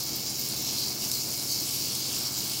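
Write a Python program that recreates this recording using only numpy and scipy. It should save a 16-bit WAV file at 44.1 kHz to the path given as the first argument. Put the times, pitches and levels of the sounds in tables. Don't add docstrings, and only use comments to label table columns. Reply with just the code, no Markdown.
import sys
import numpy as np
from scipy import signal
from scipy.fft import rfft, irfft
from scipy.io import wavfile
from scipy.ndimage import map_coordinates

SR = 44100
rng = np.random.default_rng(int(sys.argv[2]) if len(sys.argv) > 2 else 0)


def generate_wav(signal):
    frames = np.transpose(np.atleast_2d(signal))
    scaled = np.clip(frames, -1, 1) * 32767
    pcm = np.round(scaled).astype(np.int16)
    wavfile.write(sys.argv[1], SR, pcm)


N = 114660
TIME = np.arange(N) / SR
RUB_S = 0.0067
ROOM_T60_S = 0.26


def from_db(db):
    return 10 ** (np.asarray(db) / 20)


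def rms_one(x):
    return x / np.sqrt(np.mean(x ** 2) + 1e-20)


def drift(corner_hz):
    step = 40
    pole = np.exp(-2 * np.pi * corner_hz * step / SR)
    noise = rng.standard_normal(N // step + 2002)
    slow = signal.lfilter([1], [1, -2 * pole, pole * pole], noise)[2000:]
    return np.interp(np.arange(N) / step, np.arange(len(slow)), rms_one(slow))


def butter(x, hz, kind, order=2):
    corners = np.clip(hz, 10, .45 * SR)
    sos = signal.butter(order, corners, kind, fs=SR, output="sos")
    return signal.sosfilt(sos, x + 1e-18)


def colour(x, spectrum):
    hz, db = np.transpose(spectrum)
    grid_hz = np.arange(N // 2 + 1) * SR / N + 1
    log_gain = np.log(from_db(np.interp(np.log(grid_hz), np.log(hz), db)))
    cepstrum = irfft(log_gain)[:N // 2]
    response = np.exp(2 * rfft(cepstrum, N) - cepstrum[0])
    return irfft(rfft(x) * response, N)


def burst(start_s, decay_s):
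    age = TIME - start_s
    envelope = (age >= 0) * np.exp(-np.clip(age / decay_s, 0, 60))
    x = rng.choice([-1, 1], N) * envelope
    return x / np.sqrt(np.sum(x ** 2))


def smear(x, decay_s):
    decay = np.exp(-np.minimum(TIME / decay_s, 60))
    energy = irfft(rfft(x ** 2) * rfft(decay), N)
    return rms_one(np.sqrt(np.abs(energy)) * rng.standard_normal(N))


def room_tail(x):
    gap_s = 0.0025
    tail = rng.standard_normal(N) * from_db(-60 * TIME / ROOM_T60_S) * (TIME > gap_s)
    tail = tail / np.sqrt(np.sum(tail ** 2))
    return irfft(rfft(x) * rfft(tail), N)


def in_room(x, room_db):
    return x + from_db(room_db) * room_tail(x)


def rattle():
    # t/s, skirt level/dB, low body level/dB, high body level/dB, middle level/dB, top level/dB
    vigour = [(0.0, -51.5, -38.5, -37, -43.5, -42.5), (0.16, -46.5, -37, -36, -42, -41),
              (0.205, -48, -40.5, -37, -43, -39), (0.28, -47.5, -37, -34.5, -43.5, -42),
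              (0.43, -47.5, -39, -36, -42.5, -40.5), (0.52, -46.5, -38, -35.5, -42, -40.5),
              (0.72, -44.5, -38.5, -34, -40.5, -40), (0.86, -46, -35.5, -34, -40, -38),
              (0.98, -49, -39, -37.5, -43.5, -42), (1.04, -42.5, -37.5, -32, -38, -38.5),
              (1.065, -49, -39, -35, -42, -39.5), (1.11, -49, -37.5, -35, -38, -38.5),
              (1.18, -49, -37, -37, -39.5, -40), (1.225, -50, -40.5, -34.5, -43, -42.5),
              (1.27, -49.5, -37.5, -34.5, -41.5, -40), (1.44, -48.5, -39, -35.5, -40, -40),
              (1.52, -50.5, -35.5, -35, -39, -39.3), (1.62, -48.5, -36.5, -35, -39.3, -39),
              (1.67, -45, -40.5, -35, -37.5, -40), (1.82, -45, -35, -34, -39.5, -37.5),
              (1.92, -44.5, -38, -36, -39.5, -42), (2.03, -47, -35, -36, -41.5, -40.5),
              (2.13, -43.5, -38, -35, -40, -40), (2.27, -47, -36, -36, -40, -40),
              (2.305, -60, -39.5, -39.5, -43.5, -43.5), (2.37, -47, -37.0, -36, -40, -39),
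              (2.6, -43.5, -37.5, -36.5, -38.5, -41)]
    edges_hz = (2400, 3800, 5000, 7500, 12300, 16000)
    trim_db = (0.026, 0.023, 0.052, 0.16, 0.77)
    flicker_db = (0.2, 0.17, 0.24, 0.3, 0.76)
    blur_db = (4.2, 6.4, 2.6, 4, 2.4)
    # f/Hz, relative spectral level/dB
    horn = [(1410, -62), (2400, -19), (2790, -15), (3600, -15), (3950, -7), (4200, -4), (4500, -1.5),
            (4900, 0), (5460, 1), (6000, -3), (6500, -3.5), (7070, -3.5), (8670, -10), (10500, -9.5),
            (12000, -12.5), (12600, -14.5), (13400, -10.5), (14400, -13), (15600, -12)]
    size_scatter_db, rub_db, room_db = 4, -6.5, -5.5
    flutter_db, flutter_hz, flicker_hz = 0.15, 29, 35

    at, clack_db = clacks()
    level_times, *levels = np.transpose(vigour)
    flutter = flutter_db * drift(flutter_hz)
    out = 0
    for k, level in enumerate(levels):
        chance = rng.standard_normal((len(at), 2))
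        size_db = clack_db + size_scatter_db * np.clip(chance[:, 0], -2, 2)
        impulses = from_db(size_db) * np.sign(chance[:, 1])
        clicks = rms_one(np.bincount(at, impulses, N)[:N])
        rubbing = from_db(rub_db) * smear(clicks, RUB_S)
        blur = from_db(blur_db[k]) * smear(clicks, ROOM_T60_S / np.log(1e6))
        ringing = colour(clicks + rubbing + blur, horn)
        register = rms_one(butter(ringing, edges_hz[k:k + 2], "band", order=6))
        flicker = flicker_db[k] * drift(flicker_hz)
        out = out + register * from_db(np.interp(TIME, level_times, level) + trim_db[k] + flutter + flicker)
    near = out + floor_echo(out)
    heard = near + from_db(room_db) * moving_room(near)
    heard = rms_one(heard) * np.std(out)
    return heard + segment_rings(clicks)


def clacks():
    shakes_hz, shake_wander, wander_hz = 52, .1, 3
    segment_count, spread_s = 9, .0062
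    backstroke_db, stroke_scatter_db, clack_scatter_db = -1.8, -0.93, 3
    strokes = np.cumsum(2 * shakes_hz * (1 + shake_wander * drift(wander_hz))) / SR
    turns = np.flatnonzero(np.diff(np.floor(strokes), prepend=-1))
    delay_s = rng.random((len(turns), segment_count)) * spread_s
    stroke_db = stroke_scatter_db * rng.standard_normal(len(turns))
    stroke_db = stroke_db + backstroke_db * (np.arange(len(turns)) % 2)
    scatter = np.clip(rng.standard_normal((len(turns), segment_count)), -2, 2)
    db = stroke_db[:, None] + clack_scatter_db * scatter
    at = (turns[:, None] + delay_s * SR).astype(int)
    return at.ravel(), db.ravel()


def floor_echo(x):
    lag_s, lag_swing, tail_moves_hz, echo_db = 0.001118, 0.253, 1.173, -16
    echo_time = TIME - lag_s * (1 + lag_swing * drift(tail_moves_hz))
    return from_db(echo_db) * map_coordinates(x, [echo_time * SR], order=3)


def moving_room(x):
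    place_count = 9
    place = TIME / TIME[-1] * (place_count - 1)
    out = 0
    for k in range(place_count):
        presence = np.cos(np.pi / 2 * np.clip(place - k, -1, 1))
        out = out + room_tail(x * presence)
    return out


def segment_rings(clicks):
    # start t/s, length t/s, first f/Hz, last f/Hz, level/dB before the swell
    rings = [(0.542, 0.36, 3920, 4400, -43), (.76, 0.192, 4320, 4980, -37),
             (1.234, 0.32, 10400, 10700, -46.5), (1.27, .15, 13750, 13600, -47),
             (1.47, 0.098, 6440, 6330, -39), (1.7, 0.13, 12900, 13350, -40), (1.784, 0.1, 4700, 4730, -39),
             (1.92, .09, 5250, 5100, -42), (1.845, 0.34, 3200, 3650, -50),
             (2.246, 0.039, 5400, 5400, -32.5), (2.29, 0.16, 7250, 7060, -42)]
    quality = 12
    drive = clicks + smear(clicks, RUB_S)
    out = 0
    for start_s, length_s, first_hz, last_hz, db in rings:
        progress = np.clip((TIME - start_s) / length_s, 0, 1)
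        pitch_hz = first_hz + (last_hz - first_hz) * progress
        carrier = np.exp(2j * np.pi * np.cumsum(pitch_hz) / SR)
        ring = np.real(butter(drive / carrier, first_hz / quality / 2, "low") * carrier)
        swell = np.sqrt(4 * progress * (1 - progress))
        out = out + from_db(db) * rms_one(ring) * swell
    return out


def snaps():
    # t/s, relative level/dB, centre f/Hz, width f/Hz
    snap_table = [(0.0345, -4, 13700, 2500), (0.1603, -2, 14400, 3500), (.3005, -6, 10000, 3500),
                  (.4872, -3.5, 9500, 4000), (.622, -5.5, 14100, 2000), (0.6903, -4, 5200, 2000),
                  (0.819, -4, 4870, 1500), (.836, -10, 13600, 1500), (0.913, -3, 5230, 1500),
                  (1.0855, -7, 14000, 2500), (1.0884, -9, 11000, 3000), (1.2885, -6, 14000, 2000),
                  (2.0226, -9, 4800, 1500), (2.2605, -6, 5500, 1500)]
    decay_s, all_db, room_db = 0.0037, -5.5, -3
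    x = 0
    for start_s, db, hz, width_hz in snap_table:
        x = x + from_db(db) * colour_snap(burst(start_s, decay_s), hz, width_hz)
    return from_db(all_db) * in_room(x, room_db)


def colour_snap(x, hz, width_hz):
    band = (hz - width_hz / 2, hz + width_hz / 2)
    return rms_one(butter(x, band, "band")) / np.sqrt(N)


def knock():
    # t/s, level/dB before filtering, highest f/Hz
    contacts = [(1.1147, 3, 6100), (1.1162, .5, 15000), (1.1382, -1, 6500)]
    decay_s, low_hz, room_db = .0011, 4200, -6
    x = 0
    for start_s, db, high_hz in contacts:
        x = x + from_db(db) * butter(burst(start_s, decay_s), (low_hz, high_hz), "band")
    return in_room(x, room_db)


def scuff():
    # f/Hz, relative spectral level/dB
    friction_colour = [(350, -13), (700, -3), (1400, -5.5), (2200, -13), (3300, -0.5), (5000, -11)]
    start_s, attack_s, hold_s, release_s = 2.09, 0.026, 0.34, 0.38
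    level_db, uneven_db, uneven_hz = -48.5, 1.0, 8.7
    corners = start_s + np.cumsum([0, attack_s, hold_s, release_s])
    envelope = np.interp(TIME, corners, [0, 1, 1, 0])
    noise = colour(rng.standard_normal(N), friction_colour)
    friction = rms_one(butter(noise, (300, 5000), "band"))
    return friction * envelope * from_db(level_db + uneven_db * drift(uneven_hz))


def fans():
    # f/Hz, rms level/dB
    hum_tones = [(52, -77), (94.5, -56), (120, -52), (136, -50.5), (209, -76), (317, -57), (705, -66),
                 (1152, -71), (2187, -62), (2223, -63.5), (2326, -64.5)]
    # f/Hz, relative spectral level/dB
    air_colour = [(25, -22), (40, -22), (52, -4.5), (80, -11.5), (130, -16), (165, -3), (205, 2), (260, -1),
                  (325, -0.5), (400, -5), (520, -9), (800, -10), (1200, -14.5), (1900, -19), (4000, -17.5),
                  (15000, -28.5)]
    waver_depth, waver_hz = 0.13, 11
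    air_db, surge_db, surge_hz = -43, 1.0, 6.2
    whine_hz, whine_width_hz, whine_db = 2196, 140, -58.5
    hum = 0
    for hz, db in hum_tones:
        waver = 1 + waver_depth * (drift(waver_hz) + 1j * drift(waver_hz))
        tone = np.real(waver * np.exp(2j * np.pi * (hz * TIME + rng.random())))
        hum = hum + from_db(db) * rms_one(tone)
    air = rms_one(colour(rng.standard_normal(N), air_colour))
    air = from_db(air_db + surge_db * drift(surge_hz)) * air
    whine_band = (whine_hz - whine_width_hz / 2, whine_hz + whine_width_hz / 2)
    whine = rms_one(butter(rng.standard_normal(N), whine_band, "band"))
    return hum + air + from_db(whine_db) * whine


def scene():
    x = rattle() + snaps() + knock() + scuff() + fans()
    return np.array([x, x])


def record(dry):
    cutoff_hz, ripple_db, stop_db = 15780, .1, 75
    sos = signal.ellip(12, ripple_db, stop_db, cutoff_hz, fs=SR, output="sos")
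    return signal.sosfilt(sos, dry)


dry = scene()
out = record(dry)
generate_wav(out)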